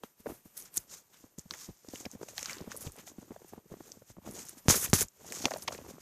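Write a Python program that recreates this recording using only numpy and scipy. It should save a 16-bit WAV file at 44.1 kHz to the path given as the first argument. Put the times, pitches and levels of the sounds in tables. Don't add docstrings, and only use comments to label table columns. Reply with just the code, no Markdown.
import sys
import numpy as np
from scipy import signal
from scipy.fft import rfft, irfft
from scipy.io import wavfile
from scipy.ndimage import uniform_filter1d

SR = 44100
rng = np.random.default_rng(int(sys.argv[2]) if len(sys.argv) > 2 else 0)


def transcribe(u):
    v = np.clip(np.atleast_2d(u).T, -1, 1)
    q = np.round(v * 32767).astype(np.int16)
    wavfile.write(sys.argv[1], SR, q)


def undo_db(level):
    steps = np.asarray(level, float) / 20
    return 10 ** steps


N = 265041

PORT_HZ, PORT_WIDTH_HZ = 6400, 1200


def rms_one(x):
    return x / np.sqrt(np.mean(x ** 2) + 1e-20)


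def drift(rate_hz):
    r = np.exp(-2 * np.pi * rate_hz / SR)
    wander = signal.lfilter([1], [1, -2 * r, r * r], rng.standard_normal(N + SR))
    return rms_one(wander[SR:])


def coloured(x, spectrum):
    hz, db = np.transpose(spectrum)
    at = np.log(np.fft.rfftfreq(N, 1 / SR) + 1)
    weight = undo_db(np.interp(at, np.log(hz), db, left=-70, right=-70))
    return rms_one(irfft(rfft(x) * weight, N))


def resonance(x, hz, width_hz):
    r = np.exp(-np.pi * width_hz / SR)
    poles = [1, -2 * r * np.cos(2 * np.pi * hz / SR), r * r]
    return signal.lfilter(np.array([1, 0, -1]) * (1 - r * r) / 2, poles, x)


def twice_resonant(x, hz, width_hz):
    return resonance(resonance(x, hz, width_hz), hz, width_hz)


def add(out, s, wave):
    at = max(round(s * SR), 0)
    out[at:at + len(wave)] += wave[:N - at]


def electronics(swish_db):
    # frequency in Hz, hiss density in dB per Hz.
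    hiss_spectrum = [(30, 0), (60, -19), (150, -3), (300, -6.5), (1000, -10.5), (2300, -13.5),
                     (4200, -17.5), (6500, -11), (9000, -14.5), (15500, -19)]
    t = np.arange(N) / SR
    gate = undo_db(0.61 * (np.clip(swish_db, -85, -60) + 74.0))
    frame = t * 14.896 % 1
    busy = uniform_filter1d(((frame < .135) | (frame > .445)) * 1., size=90)
    whine = undo_db(-67.5) * busy * np.sin(2 * np.pi * 13000 * t)
    fuzz = undo_db(-80) * rms_one(resonance(rng.standard_normal(N), 13780, 150))
    hiss = undo_db(-69) * coloured(rng.standard_normal(N), hiss_spectrum)
    return gate * (hiss + whine + fuzz)


def strokes(rows):
    s, db, swell_ms, fade_ms = np.transpose(rows)[:, :, None]
    late_ms = np.arange(N * 1000 // SR + 2) - 1000 * s
    distance = np.where(late_ms < 0, -late_ms / swell_ms, late_ms / fade_ms)
    return np.sum(undo_db(db - 20 * distance ** 1.05) ** 2, axis=0)


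def rubbing():
    # time of the peak in seconds, peak in dB, swell in ms, fade in ms.
    brushes = [(0.035, -60.5, 8.5, 86), (0.206, -59.5, 28, 31), (0.29, -53.5, 47, 130),
               (0.456, -63.5, 15, 120), (0.593, -41.5, 37, 58), (0.776, -30, 27.6, 7.1),
               (0.79, -51, 10, 55), (2.816, -40, 19, 39), (2.94, -66, 55, 66), (0.345, -52, 22, 28),
               (3.49, -61, 32, 25), (4.585, -54, 29, 40), (5.63, -48, 31, 26), (4.85, -28, 106, 18),
               (4.76, -27, 28, 64), (3, -60, 10, 12), (5.028, -25, 70, 8), (4.95, -28, 10, 50),
               (4.9, -50, 20, 22), (0.57, -42.5, 6.8, 44)]
    grinds = [
        (0.036, -57, 7.2, 37),
        (1.14, -65, 19, 84),
        (1.541, -55, 5, 44),
        (2.501, -48, 127, 147),
        (2.72, -48.5, 22, 21),
        (2.99, -55.5, 33, 52),
        (3.8, -66, 15, 13),
        (2.515, -50, 30, 30),
        (0.665, -62, 20, 54),
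        (4.862, -40, 60, 6),
    ]
    packing = [(0.038, -57, 40, 48), (0.205, -69, 47, 62), (0.3, -40.5, 38, 61), (0.581, -65, 15, 550),
               (0.786, -65, 15, 140), (0.94, -57.5, 93, 130), (1.22, -63, 240, 250), (1.388, -77, 26, 26),
               (1.515, -47.5, 14, 81), (1.697, -49, 34, 32), (1.958, -57, 170, 360), (2.055, -47, 12, 33),
               (2.22, -53, 300, 200), (2.385, -53, 180, 1100), (2.66, -48.5, 340, 560),
               (2.816, -46, 18, 120), (2.985, -47.5, 52, 29), (3.081, -52.5, 13, 105),
               (3.183, -49, 9.3, 100), (3.322, -54.5, 110, 290), (3.532, -46, 14, 78),
               (3.725, -50.5, 82, 120), (3.87, -53.5, 130, 250), (4.27, -44.5, 78, 390),
               (5.25, -48, 95, 790), (5.457, -30.5, 33, 35), (5.537, -46, 76, 380), (5.679, -47, 17, 930),
               (5.905, -46, 99, 29), (6.009, -54, 45, 100)]
    slides = [(0.94, -48.5, 66, 84), (1.197, -64, 140, 175), (1.382, -53, 5, 60), (1.515, -57.5, 14, 390),
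              (1.636, -50, 160, 66), (1.958, -48.5, 108, 150), (2.105, -65, 19, 230), (2.288, -49, 10, 50),
              (2.39, -46.5, 69, 150), (2.534, -52, 170, 90), (2.724, -57, 62, 530), (2.87, -49, 120, 25),
              (2.99, -60, 39, 54), (3.078, -48.5, 20, 47), (3.183, -68, 30, 360), (2.215, -57, 15, 200),
              (3.49, -64.5, 460, 150), (3.72, -65.5, 79, 170), (3.861, -59.5, 150, 250),
              (4.101, -56.5, 44, 39), (4.27, -58.5, 41, 420), (4.39, -48, 103, 140), (4.495, -51, 68, 60),
              (0.655, -56, 15, 46), (5.365, -44.5, 60, 60), (1.605, -50, 30, 60), (2.13, -57, 20, 45),
              (4.583, -53, 17, 19), (2.005, -45, 12, 24), (5.268, -54, 32, 900), (5.43, -43, 200, 110),
              (5.511, -49, 6, 130), (5.679, -43, 5.5, 9), (5.725, -47.5, 23, 81), (5.905, -52, 87, 29),
              (6.009, -61.5, 46, 100)]
    drags = [
        (4.688, -25.5, 2.7, 144),
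        (4.707, -22.5, 15, 44),
        (4.76, -33, 61, 33),
        (4.855, -38.5, 72, 27),
        (4.9, -50, 37, 18),
        (4.936, -23.5, 2.9, 55),
        (4.99, -31, 18, 45),
        (5.021, -28.5, 41, 20),
        (5.035, -42, 20, 15),
    ]
    kinds = [(packing, (-1.5, -15.5, -42, -23)), (slides, (-40, -7.5, -1.5, -8)),
             (brushes, (-38, -16.5, -11, -2.5)), (drags, (-5.5, -7, -1.5, -3)),
             (grinds, (-16, 4.5, -2.5, -7))]
    power = undo_db(-84) ** 2
    for rows, mix_db in kinds:
        power = power + undo_db(mix_db)[:, None] ** 2 * strokes(rows)
    ms = np.arange(N) / SR * 1000
    return [np.interp(ms, np.arange(len(p)), 10 * np.log10(p)) for p in power]


def grains(per_s, spread_db, clump):
    sizes = undo_db(spread_db * np.minimum(rng.exponential(1, N), 4)) * rng.standard_normal(N)
    return sizes * (rng.random(N) < per_s * clump / SR)


def lumps(levels_by_hz, per_s, clump, cycles):
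    hz, db = np.transpose(levels_by_hz)
    pitches = np.geomspace(hz[0], hz[-1], num=12)
    dealt = rng.integers(0, 12, N)
    hits = grains(per_s, 1.6, clump) + 1e-18
    levels = undo_db(np.interp(np.log(pitches), np.log(hz), db))
    total = np.zeros(N)
    for k, (f, level) in enumerate(zip(pitches, levels)):
        total += level * rms_one(twice_resonant(hits * (dealt == k), f, f / cycles))
    return rms_one(total)


def tilted(x):
    # time in seconds, level of the upper half over the lower in dB.
    fineness_by_time = [(1.5, 0), (1.65, -3), (1.95, 1), (4.4, 2), (4.7, -2), (4.84, 5), (4.95, 0),
                        (5.03, 2), (5.34, 3), (5.44, -5), (5.52, 0)]
    half_db = np.interp(np.arange(N) / SR, *np.transpose(fineness_by_time)) / 2
    split = signal.butter(5, 6200, fs=SR, output="sos")
    low = signal.sosfiltfilt(split, x)
    return low * undo_db(-half_db) + (x - low) * undo_db(half_db)


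def friction(rumble_db, crunch_db, rustle_db, swish_db):
    # frequency in Hz, level of a lump ringing there in dB.
    rumble_levels = [(70, -7), (200, -3.5), (450, 0.5), (1100, -9)]
    crunch_levels = [(900, -1), (1500, 1.5), (2200, 1), (3200, 0), (4600, -9.5)]
    # frequency in Hz, density in dB per Hz.
    rustle_spectrum = [(3000, -17), (4500, -10.5), (5600, -5), (6600, -1), (7800, -7), (9300, -15),
                       (11000, -49)]
    swish_spectrum = [(5500, -30), (7500, -9), (9000, -5), (10300, 0), (12300, -4.5), (14700, -3.5),
                      (15600, -9)]
    uneven = np.interp(swish_db, [-47.5, -31.5], [1, .35])
    flurry = uneven * (1.9 * drift(40) + 2.9 * drift(90))
    clump = undo_db(2.3 * uneven * drift(60))
    rumble_gain = undo_db(rumble_db - 4.5 + 0.8 * drift(30) + 0.3 * flurry)
    rumble = lumps(rumble_levels, 600, clump, cycles=2.18) * rumble_gain
    crunch = lumps(crunch_levels, 8000, clump, cycles=1.36) * undo_db(crunch_db - 3.5 + 0.43 * flurry)
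    rustle = tilted(coloured(grains(12000, 2.0, clump), rustle_spectrum))
    rustle = rustle * undo_db(rustle_db + 0.5 + 0.6 * flurry)
    swish = coloured(grains(20000, 1.5, clump), swish_spectrum) * undo_db(swish_db - 2.0 + .45 * flurry)
    return rumble + crunch + rustle + swish


def cracks(rows, ms, breadth=.9, port=1.2):
    out, t = np.zeros(N), np.arange(round(.03 * SR)) / SR
    splinters = np.exp(-t / .004)
    fall = ms / 1000 / 2.2
    noise = rng.standard_normal((len(rows), len(t)))
    for (s, db, hz), burst in zip(rows, noise):
        width = breadth * hz
        click = 1.8 * np.sqrt(fall * SR) * np.sign(burst[0]) * (t == 0) / 2
        snap = twice_resonant(burst * np.exp(-t / fall) + click, hz, width)
        snap = snap + port * resonance(snap, PORT_HZ, PORT_WIDTH_HZ)
        tail = rms_one(twice_resonant(burst, hz, width)) * splinters
        add(out, s - fall / 2, undo_db(db - 5.5) * (snap / np.abs(snap).max() + undo_db(-15) * tail))
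    return out


def thuds(rows, cycles, rough=.36, grit=.02, weight=.2):
    out, t = np.zeros(N), np.arange(round(.09 * SR)) / SR
    noise, start = rng.standard_normal((len(rows), len(t))), rng.random(len(rows))
    for (s, db, hz), puff, turn in zip(rows, noise, start):
        rise = cycles / hz / 2.4
        shape = (t / rise * np.exp(1 - t / rise)) ** 1.7
        tone = np.sin(2 * np.pi * (turn + hz * t))
        snow = rms_one(twice_resonant(puff, 1.54 * hz, 1.68 * hz))
        crumbs = rms_one(twice_resonant(puff[::-1], 3.5 * hz, 2.5 * hz))
        swell = (t / rise / 1.76 * np.exp(1 - t / rise / 2.1)) ** 2
        push = swell * np.sin(2 * np.pi * (turn + 0.45 * hz * t))
        contact = shape * (tone + rough * snow + grit * crumbs) + weight * push
        add(out, s - rise, undo_db(db + 0.23) * contact)
    return out


def shards():
    # time of the peak in seconds, peak in dB.
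    edges = [(0.036, -42), (1.3865, -36), (1.5088, -38), (2.054, -35), (2.1145, -39), (2.3797, -27),
             (2.3925, -33), (2.429, -33), (2.496, -35), (3.919, -42), (4.37, -38), (5.3228, -25),
             (5.331, -33), (5.4553, -23), (5.5075, -33), (5.678, -37)]
    return cracks([(s, db, 12500) for s, db in edges], ms=.5, breadth=0.8, port=.1)


def pops():
    # time of the peak in seconds, peak in dB, centre in Hz.
    small_breaks = [(0.0361, -31, 975), (0.297, -38, 989), (1.5093, -29, 1210), (2.0621, -37, 1500),
                    (2.381, -23, 1350), (2.3933, -31, 2200), (2.4297, -31, 2200), (2.459, -33, 1230),
                    (2.524, -35, 2000), (2.546, -39, 1300), (2.8742, -35, 2200), (4.264, -42, 1210),
                    (4.7285, -22, 2300), (4.7438, -19.5, 1110), (4.7484, -22, 1260), (4.776, -35, 1260),
                    (4.8545, -39, 2000), (4.861, -41, 1600), (4.8806, -33, 1500), (4.9903, -36, 1140),
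                    (5.0092, -23.5, 2330), (5.446, -34, 2300), (5.4828, -29, 1015), (5.518, -24, 1080),
                    (5.5389, -30, 2060), (5.5485, -37, 1030), (5.7221, -32, 1075), (5.7335, -38, 1040),
                    (2.286, -38, 2600), (2.4895, -36, 1700), (2.512, -39, 2000), (2.535, -37, 2200),
                    (2.475, -38, 2600), (5.749, -34, 1980)]
    return cracks(small_breaks, ms=1.68, breadth=0.83, port=.3)


def crust():
    # time of the peak in seconds, peak in dB, centre in Hz.
    breaks = [(0.0362, -35, 2620), (1.5092, -19, 4050), (1.5379, -28.5, 1860), (1.887, -30.5, 4580),
              (1.958, -28, 2620), (2.0542, -27.5, 2290), (2.0565, -25, 4600), (2.3803, -15, 3700),
              (2.4585, -17.5, 3950), (2.4967, -22, 1720), (2.5843, -31.5, 3870), (2.611, -36, 5200),
              (2.7185, -28, 1350), (2.868, -29.5, 4170), (3.077, -34.5, 1930), (4.7, -24, 1790),
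              (5.3235, -26, 1900), (5.4455, -22, 4700), (5.4552, -8, 2250), (5.4556, -10.5, 4800),
              (5.517, -34, 2200), (5.5376, -22.5, 4300), (5.6233, -26.5, 4500), (5.678, -19, 2170),
              (5.6809, -16.5, 4300), (5.6853, -18, 2400), (5.7477, -35, 3760), (5.78, -34.5, 2520)]
    return cracks(breaks, ms=1.5, breadth=0.66, port=2.4)


def taps():
    # time of the peak in seconds, peak in dB, pitch in Hz.
    touches = [(0.037, -40.5, 465), (0.2612, -30, 507), (1.5093, -55, 790), (1.5411, -51, 546),
               (2.2865, -43, 624), (2.3834, -41, 780), (2.7461, -39.5, 497), (3.076, -47, 685),
               (3.3633, -39.5, 613), (4.0212, -46.5, 514), (5.2463, -45, 704), (5.3161, -45, 454),
               (5.4458, -31, 684), (5.4562, -22, 820), (5.4701, -32, 565), (5.4834, -39, 630),
               (5.5109, -29, 640), (5.519, -30, 730), (5.5397, -29, 556), (5.5616, -32, 670),
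               (5.582, -46, 560), (5.568, -38, 700), (5.6826, -24.5, 995), (5.7095, -36.5, 660),
               (5.7279, -37, 580), (5.7504, -40.5, 476), (5.8904, -44, 378), (5.9113, -47, 201)]
    return thuds(touches, cycles=2.68, rough=0.19, grit=.008, weight=0.059)


def creaks():
    # time of the peak in seconds, peak in dB, pitch in Hz; 50 Hz at 4.705 s and 420 Hz at 4.938 s
    settlings = [(0.04, -42, 230), (0.2715, -32, 258), (0.326, -44, 192), (1.518, -48, 170),
                 (2.1359, -46, 231), (2.4265, -47, 238), (2.4849, -47.5, 207), (2.6058, -39.5, 557),
                 (2.7611, -48, 424), (2.8162, -48, 584), (2.8638, -46, 495), (2.8725, -40.5, 78.8),
                 (2.9947, -48, 208), (3.5275, -47.5, 220), (3.73, -49, 416), (4.1681, -49.5, 544),
                 (4.1025, -50, 500), (4.021, -54, 115), (4.875, -42, 300), (5.585, -47, 200),
                 (5.53, -45, 280), (4.174, -47, 150), (4.275, -39, 233), (4.3062, -44, 252),
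                 (4.3622, -47, 456), (4.5737, -48.5, 256), (4.7065, -28, 200), (4.7442, -29, 475),
                 (4.771, -39, 190), (4.8634, -44, 460), (5.0305, -41, 75), (4.955, -30, 90),
                 (4.705, -40, 50), (4.9378, -27, 420), (3.66, -53, 178), (3.77, -49, 230),
                 (3.283, -51, 330), (3.88, -49.5, 400), (3.118, -49, 280), (2.335, -52, 450),
                 (5.2095, -50, 520), (5.309, -43, 243), (5.3236, -42, 577), (5.345, -46, 350),
                 (5.3957, -47, 520), (5.4424, -34.5, 298), (5.6327, -49.5, 485), (5.6885, -31.5, 620),
                 (5.565, -39, 720), (5.456, -27, 330), (5.9034, -49, 537)]
    return thuds(settlings, cycles=1.91, weight=0.086)


def treads():
    # time of the peak in seconds, peak in dB, pitch in Hz.
    steps = [(0.2036, -50.5, 206), (0.458, -46.5, 204), (0.783, -50.5, 89), (1.242, -43.5, 267),
             (1.3856, -40, 170), (1.4592, -46.5, 178), (1.6903, -37, 191), (1.698, -43, 98),
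             (1.8867, -40.5, 273), (1.9382, -36.5, 275), (2.0647, -34.5, 234), (2.1528, -37.5, 225),
             (2.611, -35.5, 181), (2.678, -36.5, 220), (2.8712, -34, 141), (2.885, -48, 83),
             (3.1867, -37, 210), (3.228, -42.5, 273), (3.3088, -37.5, 231), (3.5799, -41, 226),
             (3.7194, -36.5, 192), (4.105, -48, 115), (4.1844, -41, 190), (4.29, -41, 215),
             (4.3253, -45, 212), (4.659, -39.5, 237), (4.7606, -33, 233), (4.897, -41, 66.6),
             (5.0017, -39, 164), (5.044, -45, 94)]
    return thuds(steps, cycles=1.773)


def grips():
    # time of the peak in seconds, peak in dB, pitch in Hz.
    shifts = [(0.2675, -29, 500), (0.301, -36, 310), (0.309, -45, 337), (0.3198, -39.5, 326),
              (0.774, -42.5, 312), (1.848, -48, 465), (2.0076, -43.5, 310), (2.2142, -37.5, 378),
              (2.2313, -34, 420), (2.6211, -39, 340), (2.6597, -57, 292), (2.85, -45, 350),
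              (2.9801, -50, 453), (3.1163, -54, 405), (3.3192, -39, 410), (3.4188, -46.5, 437),
              (3.447, -48.5, 340), (3.5357, -39, 376), (3.7406, -39, 366), (3.8063, -39, 320),
              (3.9727, -48, 230), (4.264, -40.5, 332), (4.385, -42, 423), (4.9853, -51, 354),
              (5.2543, -53, 353), (5.371, -38.5, 424), (5.4072, -42, 277), (5.7885, -38, 450),
              (5.864, -43, 397), (5.9832, -45.5, 400)]
    return thuds(shifts, cycles=2.113)


def ticks():
    # time of the peak in seconds, peak in dB.
    crystals = [(0.577, -19.5), (0.742, -27.5), (0.765, -43), (0.7713, -7.5), (2.7652, -21.5),
                (2.7732, -22), (2.8103, -25), (2.9203, -31), (2.965, -34), (4.3111, -28.5), (4.3546, -32),
                (4.453, -30), (4.494, -24), (4.9, -23), (4.9055, -36), (5.2646, -34), (5.5722, -28),
                (5.628, -28)]
    return cracks([(s, db, 9700) for s, db in crystals], ms=.6, breadth=0.73, port=.3)


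def crackle():
    # time of the peak in seconds, peak in dB, centre in Hz.
    crystals = [(0.6236, -32, 6200), (0.6576, -35.5, 6600), (0.7641, -21, 9500), (0.7778, -10.5, 6600),
                (1.5818, -35, 6300), (1.5995, -37, 6300), (1.621, -35, 6300), (1.6446, -35, 6300),
                (1.9524, -32, 6500), (2.0024, -29, 7000), (2.0102, -32, 7000), (2.4881, -33, 6000),
                (2.7173, -25, 6040), (2.7739, -26, 10600), (2.7807, -36, 9500), (2.7823, -36, 9500),
                (3.4828, -40, 8500), (4.3223, -34, 10500), (4.3367, -33, 10500), (4.4868, -28, 6500),
                (4.8965, -34, 10000), (5.3524, -31, 6600), (5.3585, -26, 6600), (5.3856, -30, 6000),
                (5.429, -28, 5600), (5.6815, -20, 4620), (2.4965, -26, 6000), (2.4585, -23, 4170),
                (2.4459, -32, 6200), (2.5335, -31, 6200), (5.3035, -34, 4200), (4.7005, -12, 6000),
                (4.9375, -10, 6800), (5.3676, -28, 6000), (5.4754, -41, 6540), (5.5843, -33, 10500),
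                (5.6384, -33, 9500)]
    return cracks(crystals, ms=.8, breadth=0.37, port=.4)


def snaps():
    # time of the peak in seconds, peak in dB, centre in Hz.
    folds = [(0.7753, -16.5, 7100), (1.3865, -28.5, 7150), (1.3938, -26.5, 6640), (1.5382, -29, 5800),
             (1.5895, -35, 6300), (2.1147, -29.5, 6640), (2.3924, -26, 5700), (2.4293, -17.5, 5900),
             (2.5317, -23.5, 5100), (2.874, -47, 4900), (3.919, -26.5, 5500), (4.6973, -7, 6500),
             (4.7074, -5, 6300), (4.936, -5, 5960), (5.0092, -10, 7200), (5.0843, -33, 6430),
             (5.3032, -38, 6360), (5.3232, -19.5, 6600), (5.331, -28, 6840), (5.5082, -25, 5900),
             (5.728, -30, 5400)]
    return cracks(folds, ms=1.1, breadth=0.47)


def knocks():
    # time in seconds, push in dB, swing in dB, swing in Hz, 60 dB decay of the swing in seconds.
    blows = [
        (4.684, -8.5, -7, 170, 0.028),
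        (4.7006, -13, -12, 330, 0.01),
        (4.9321, -8.5, -7.5, 200, 0.03),
    ]
    push_s = .00005
    out, t = np.zeros(N), np.arange(round(.1 * SR)) / SR
    for s, push_db, swing_db, hz, t60 in blows:
        push = undo_db(push_db) * t / push_s * np.exp(1 - t / push_s)
        settle = undo_db(push_db - 4.0) * np.exp(-t / 0.00094) * (t > push_s)
        slowing = hz * t / (1 + 45 * t)
        swing = -undo_db(swing_db - 60 * t / t60) * np.sin(2 * np.pi * slowing)
        ringing = 3.5 * resonance(push, PORT_HZ, PORT_WIDTH_HZ)
        add(out, s - push_s, push + settle + swing + ringing)
    return out


def scene():
    rub_db = rubbing()
    steady = electronics(rub_db[-1]) + friction(*rub_db)
    sharp = shards() + pops() + crust() + ticks() + crackle() + snaps()
    soft = taps() + creaks() + treads() + grips()
    return (steady + sharp + soft + knocks())[None]


def band_limit(x):
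    return signal.sosfilt(signal.butter(12, 16370, fs=SR, output="sos"), x)


def record(dry):
    low_pass = signal.cheby2(14, 38, 15180, fs=SR, output="sos")
    mix = signal.sosfilt(low_pass, dry)
    return band_limit(mix)


dry = scene()
out = record(dry)
transcribe(out)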